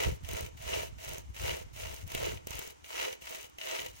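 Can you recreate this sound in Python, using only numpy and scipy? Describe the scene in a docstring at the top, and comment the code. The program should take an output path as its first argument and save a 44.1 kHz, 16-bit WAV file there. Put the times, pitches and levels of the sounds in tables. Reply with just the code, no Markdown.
"""A hand saw is worked back and forth through a standing trunk at the edge of a forest.
On each loud pull and lighter push, tooth impacts and stick-slip friction excite the resonances of
trunk and blade; single teeth snag with a tick and a knock, and the trees scatter back a dull tail.
Wind buffets the microphone, mostly in the first half, over a faint forest hush."""
import sys
import numpy as np
from scipy import signal
from scipy.fft import rfft, irfft
from scipy.io import wavfile

SR = 44100
rng = np.random.default_rng(int(sys.argv[2]) if len(sys.argv) > 2 else 0)


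def wav_out(sig):
    """Save sig, one row per channel (or a flat mono array), as 16-bit PCM at SR to the path in sys.argv[1]."""
    wavfile.write(sys.argv[1], SR, np.round(np.clip(np.atleast_2d(sig).T, -1, 1) * 32767).astype(np.int16))


N = 176400

# Pulls and pushes in turn; the levels in all tables are relative: (start [s], length [s], peak [dB],
# place of the peak [0-1], swell from ends to peak [dB], wood body [dB], hollow note [dB])
SAW_STROKES = [(-.165, 0.35, -34, 0.53, 34, -1, -14), (0.229, 0.27, -41.5, 0.47, 12.5, 1, 6),
               (0.565, 0.34, -36.5, 0.55, 20, 0.5, 4.5), (0.977, 0.25, -44, 0.42, 9.5, 1.5, 6),
               (1.336, 0.31, -36.5, 0.42, 18.5, -1, 1), (1.729, 0.32, -44.5, 0.28, 9, -1, 2.5),
               (2.061, 0.33, -38.5, 0.49, 14, 2, 5), (2.463, 0.27, -43, 0.27, 8.5, -5, -1.5),
               (2.836, 0.33, -37, 0.56, 18, -1.5, -0.5), (3.206, 0.28, -43.5, 0.41, 11.5, -4.5, 3),
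               (3.576, 0.35, -38, 0.39, 16, -2.5, 4), (3.925, 0.35, -45, 0.74, 14.5, 0, -3)]
# Teeth that catch: (time [s], steel tick [dB], knock in the wood [dB])
TOOTH_SNAGS = [(0.0054, -48, -35), (0.02, -45, -39), (0.0336, -30, -51), (0.045, -52, -38),
               (0.2466, -47, -48), (0.2878, -30, -46), (0.3122, -34, -45), (0.3331, -29, -62),
               (0.3684, -31, -42), (0.4076, -29, -50), (0.463, -40, -49), (0.5736, -51, -57),
               (0.7346, -49.5, -34), (0.87, -45, -54), (0.9844, -56, -53.5), (1.0899, -35.5, -53),
               (1.1343, -30.5, -62), (1.1816, -32, -65), (1.3444, -51, -54), (1.364, -40, -43),
               (1.483, -38, -43), (1.5104, -51, -37), (1.7627, -42, -50), (1.802, -44, -48),
               (1.942, -34, -64), (2.0759, -37.5, -59), (2.1179, -32.5, -45), (2.149, -24, -33),
               (2.1794, -37, -41), (2.2423, -56.5, -37), (2.373, -56, -46), (2.4706, -26.5, -47),
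               (2.5067, -30.5, -52), (2.5529, -32.5, -65), (2.5909, -27.5, -48), (2.6756, -33, -56),
               (2.7059, -38, -69), (2.8433, -53, -48), (2.998, -35, -36.5), (3.011, -39, -37),
               (3.0502, -34, -33.5), (3.1271, -34, -39), (3.2202, -40, -49), (3.3077, -32.5, -60),
               (3.3478, -33, -42), (3.4431, -41, -50), (3.4972, -46, -70), (3.5842, -39.5, -42.5),
               (3.6127, -51, -35), (3.633, -44, -44), (3.6904, -40, -38.5), (3.7108, -45, -39),
               (3.7927, -40, -35.5), (3.815, -40, -40), (3.862, -34.5, -38)]
# Resonances of trunk and blade: (frequency [Hz], width [Hz], lift [dB])
RESONANCES = [(437, 41, 6.5), (512.5, 23, 7.5), (660, 17, 4.5), (930, 62, 8), (1313, 37, 4),
              (1794, 31, 2.5), (1955, 110, 3.5), (2170, 79, 2), (2266, 78, 1), (2655, 54, 6),
              (2901, 102, 7.5), (3497, 85, 2), (3980, 73, 6.5), (6180, 350, 6.5), (6790, 170, 3)]
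# Spectra of wood body, cut, steel, snags, wind and forest: (frequency [Hz], level [dB])
BODY_SPECTRUM = [(100, -39), (230, -15.5), (350, -0.5), (520, 3), (650, -8), (950, -13), (1300, -20),
                 (2500, -30), (8000, -60)]
RASP_SPECTRUM = [(200, -30.5), (550, -12), (1000, -1), (1400, -5.5), (1650, -5), (2100, -1), (2900, -2),
                 (3400, -6.5), (4500, -11.5), (6300, -11.5), (9000, -20), (16000, -31)]
HISS_SPECTRUM = [(500, -29), (2500, 0.5), (4500, -0.5), (6500, 2), (8500, -0.5), (12500, -3), (14000, -4),
                 (15500, 3), (17000, 2.5)]
TICK_SPECTRUM = [(500, 10), (3000, -22), (6300, -1), (9000, -3.5), (13000, -4), (15500, 2), (17000, -1.5)]
KNOCK_SPECTRUM = [(150, -18), (400, -6), (650, 2.5), (1100, -19), (1550, -10.5), (1950, 1.5), (3000, 3),
                  (4500, -9.5), (6500, -12), (12000, -33)]
WIND_SPECTRUM = [(10, -14), (30, -27), (45, -5.5), (60, 2), (90, -3), (130, -11.5), (200, -20),
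                 (350, -35.5), (1000, -56)]
HUSH_SPECTRUM = [(20, -24), (70, 6.5), (150, -13), (300, 11), (650, -2), (950, 5), (1500, -3), (3000, -5),
                 (4500, -12), (6500, -6), (10000, -19), (16000, -24)]
# Wind strength at the microphone: (time [s], level [dB])
WIND_GUSTS = [(0.0, -34), (0.02, -48), (0.08, -27.5), (0.18, -50.5), (0.34, -39), (0.39, -60),
              (0.44, -33.5), (0.5, -63), (0.54, -48.5), (0.98, -49.5), (1.02, -58.5), (1.12, -40.5),
              (1.16, -54), (1.31, -45.5), (1.38, -55.5), (1.41, -43.5), (1.53, -40.5), (1.56, -55),
              (1.94, -46), (1.97, -57), (2.07, -41), (2.12, -67), (2.14, -41), (2.33, -41.5), (2.41, -53.5),
              (2.53, -53.5), (2.68, -65.5), (3.77, -68.5), (3.82, -58.5), (4.0, -58.5)]
# Stereo widening, sound in opposite phase between left and right: (frequency [Hz], share [ratio])
ANTIPHASE_SHARE = [(100, -0.1), (270, 0.96), (380, 0.9), (500, 1.12), (640, 0.68), (900, 0.7552),
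                   (1150, 0.82), (1400, 0.4246), (1900, 0.46), (2300, 0.18), (2900, 0.202), (4500, -0.0567),
                   (9000, 0.0534)]
# Part of the remainder that is delayed on the left: (frequency [Hz], share [ratio])
DELAYED_SHARE = [(1200, 0.017), (3000, 0.24), (6000, 0.5), (15000, 0.55)]
# Level difference between the channels: (frequency [Hz], left minus right [dB])
LEFT_BALANCE = [(300, -1), (650, -2.5), (1250, 1), (1400, -8), (1700, 3.5), (2050, 5.5), (2400, 2),
                (2650, 3), (3100, -0.5), (3800, 1), (4900, 1.5), (6000, -10), (7600, -1), (8500, -4.5),
                (10000, 0.5), (13000, -2), (14300, 7), (15500, 18)]

TAPS = 4096
HZ = np.fft.rfftfreq(2 * TAPS, 1 / SR)
T = np.arange(N) / SR


def amp(db):
    """Amplitude ratio of a level in decibels."""
    return 10 ** (np.asarray(db) / 20)


def unit(x):
    """Normalisation to rms 1."""
    return x / np.sqrt(np.mean(x ** 2) + 1e-20)


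def curve(points):
    """Interpolation of a table on a logarithmic frequency axis."""
    hz, value = np.transpose(points)
    return np.interp(np.log(HZ + 1), np.log(np.sort(hz) + 1), value)


def colour(x, db):
    """Minimum-phase filtering by a dB curve, conserving the power of white noise."""
    cepstrum = irfft(np.log(unit(amp(db)) + 1e-6))
    cepstrum[1:TAPS] *= 2
    cepstrum[TAPS + 1:] = 0
    impulse = irfft(np.exp(rfft(cepstrum)))[None, :TAPS]
    return signal.oaconvolve(x, impulse, axes=1)[:, :x.shape[1]]


def noise():
    """Two uncorrelated white noises."""
    return rng.standard_normal((2, N))


def arm_strokes(bite_s=0.01, lift_s=0.026, full_db=-36, hollow_fade_db=8.5, body_lag_s=0.024):
    """Amplitude modulation: blade speed and the drives on cut, wood and hollow note rise and fall."""
    speed, effort, wood, hollow = np.zeros((4, N))
    for start, length, db, peak, swell_db, wood_db, hollow_db in SAW_STROKES:
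        on = (T > start) & (T < start + length)
        t = T[on] - start
        arch = np.sin(np.pi * np.interp(t / length, [0, peak, 1], [0, .5, 1]))
        contact = np.clip(t / bite_s, 0, 1) * np.clip((length - t) / lift_s, 0, 1)
        force = contact * amp(db - full_db - swell_db * (1 - arch))
        speed[on] += arch
        effort[on] += force
        wood[on] += amp(wood_db) * force ** 1.38  # the wood body grows faster than the force
        hollow[on] += amp(hollow_db - hollow_fade_db * t / length) * force
    return speed, effort, np.interp(T - body_lag_s, T, wood), hollow


def tooth_impacts(speed, peak_per_s=900, slowest_share=0.34, decay_s=0.0012, spread_db=2.5):
    """Shot noise: each tooth tears a brief burst, more often at speed, over steady rubbing."""
    bites = rng.random(N) < peak_per_s * (slowest_share + (1 - slowest_share) * speed) / SR
    size = amp(spread_db * np.clip(rng.standard_normal(N), -2, 2))
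    bursts = signal.lfilter([1], [1, -np.exp(-1 / (decay_s * SR))], bites * size)
    return unit(np.hypot(1, unit(bursts)))  # rubbing and bursts have equal power


def stick_slip(slips_per_s=60, decay_s=0.0032, jump=0.81):
    """Stick-slip friction: at each random slip of the blade the amplitude jumps, then relaxes."""
    last_slip = np.maximum.accumulate(np.where(rng.random(N) < slips_per_s / SR, T, -1))
    return unit(1 + jump * np.exp((last_slip - T) / decay_s))


def resonance_db():
    """Resonance: each mode of trunk and blade raises a peak in the spectrum of the cut."""
    return sum(db / (1 + (2 * (HZ - hz) / width) ** 2) for hz, width, db in RESONANCES)


def sawing(hollow_hz=643.5, half_width_hz=40):
    """Forced vibration: tearing fibres drive wood body, rasp, steel hiss and the trunk's hollow note."""
    speed, effort, wood, hollow = arm_strokes()
    lift = resonance_db()
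    hollow_spectrum = -20 * np.log10(1 + ((HZ - hollow_hz) / half_width_hz) ** 2)
    layers = [(wood, curve(BODY_SPECTRUM) + lift, -37),
              (effort ** 1.034, curve(RASP_SPECTRUM) + lift, -39),
              (effort ** 0.55, curve(HISS_SPECTRUM) + lift, -44.5),
              (hollow, hollow_spectrum, -47.5)]
    return sum(amp(gain_db) * colour(noise() * tooth_impacts(speed) * stick_slip() * drive, spectrum)
               for drive, spectrum, gain_db in layers)


def forest_tail(sound, gain_db=-15.5, t60_s=0.38, cutoff_hz=5000):
    """Reverberation: trunks and foliage scatter back a faint, dull tail."""
    t = T[:SR // 2]
    echoes = rng.standard_normal((2, len(t))) * amp(-60 * t / t60_s)
    tail = colour(echoes, -10 * np.log10(1 + (HZ / cutoff_hz) ** 2))
    tail /= np.linalg.norm(tail[0])
    return amp(gain_db) * signal.fftconvolve(sound, tail, axes=1)[:, :N]


def forest_hush(level_db=-60.5):
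    """Stationary noise: the faint, even background of the forest."""
    return amp(level_db) * colour(noise(), curve(HUSH_SPECTRUM))


def flutter(top_hz):
    """Random fluctuation of rms near 1, strongest somewhat below top_hz."""
    ratio = np.fft.rfftfreq(N, 1 / SR) / top_hz
    spectrum = rfft(rng.standard_normal(N)) * ratio / (1 + ratio ** 2) ** 2
    return np.clip(unit(irfft(spectrum, N)), -2, 2)


def wind(gain_db=2, flutter_db=4.7, flutter_hz=25):
    """Turbulence: low, uneven pressure fluctuations buffet the microphone, unlike in each channel."""
    buffets = amp(flutter_db * np.array([flutter(flutter_hz), flutter(flutter_hz)]))
    gusts = amp(gain_db + np.interp(T, *np.transpose(WIND_GUSTS)))
    return gusts * unit(colour(noise() * buffets, curve(WIND_SPECTRUM)))


def snags(rise_s=0.0005, tick_decay_s=0.0019, knock_decay_s=0.0052, tick_gain_db=1, knock_gain_db=4):
    """Impulsive excitation: a tooth catches and breaks free with a bright tick and a longer knock."""
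    tick, knock = np.zeros((2, N))
    for start, tick_db, knock_db in TOOTH_SNAGS:
        at = round(start * SR)
        t = T[:min(SR // 10, N - at)]
        onset = np.minimum(t / rise_s, 1)
        tick[at:at + len(t)] += amp(tick_db) * onset * np.exp(-t / tick_decay_s)
        knock[at:at + len(t)] += amp(knock_db) * onset * np.exp(-t / knock_decay_s)
    lift = resonance_db()
    steel = amp(tick_gain_db) * colour(noise() * tick, curve(TICK_SPECTRUM) + lift)
    wood = amp(knock_gain_db) * colour(noise() * knock, curve(KNOCK_SPECTRUM) + lift)
    return steel + wood


def widen_stereo(field, lag_s=0.001315):
    """Stereo widening: low notes in opposite phase between left and right, treble later on the left."""
    def through(sound, response):
        """Linear filtering by a complex frequency response."""
        return signal.oaconvolve(sound, np.roll(irfft(response), TAPS))[TAPS:TAPS + N]
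    direct, diffuse = field
    opposed = np.clip(curve(ANTIPHASE_SHARE), -1, 1)
    delayed = curve(DELAYED_SHARE)
    balance = amp(curve(LEFT_BALANCE))
    right_gain = np.sqrt(2 / (1 + balance ** 2))
    left_gain = right_gain * balance
    remainder = np.sqrt(1 - opposed ** 2)
    coherent = remainder * delayed * np.exp(-2j * np.pi * HZ * lag_s) - opposed
    incoherent = remainder * np.sqrt(1 - delayed ** 2)
    left = through(direct, left_gain * coherent) + through(diffuse, left_gain * incoherent)
    return np.array([left, through(direct, right_gain)])


def scene():
    """Superposition of the saw, its reverberation, the forest hush and the wind."""
    saw = sawing() + snags()
    hush = forest_hush()
    return widen_stereo(saw + forest_tail(saw) + hush) + wind()


def record(dry):
    """Band limiting: a linear-phase low-pass removes the highest treble."""
    lowpass = signal.firwin(401, 15950, window=("kaiser", 8), fs=SR)
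    return signal.oaconvolve(dry, lowpass[None], "same")


dry = scene()
out = record(dry)
wav_out(out)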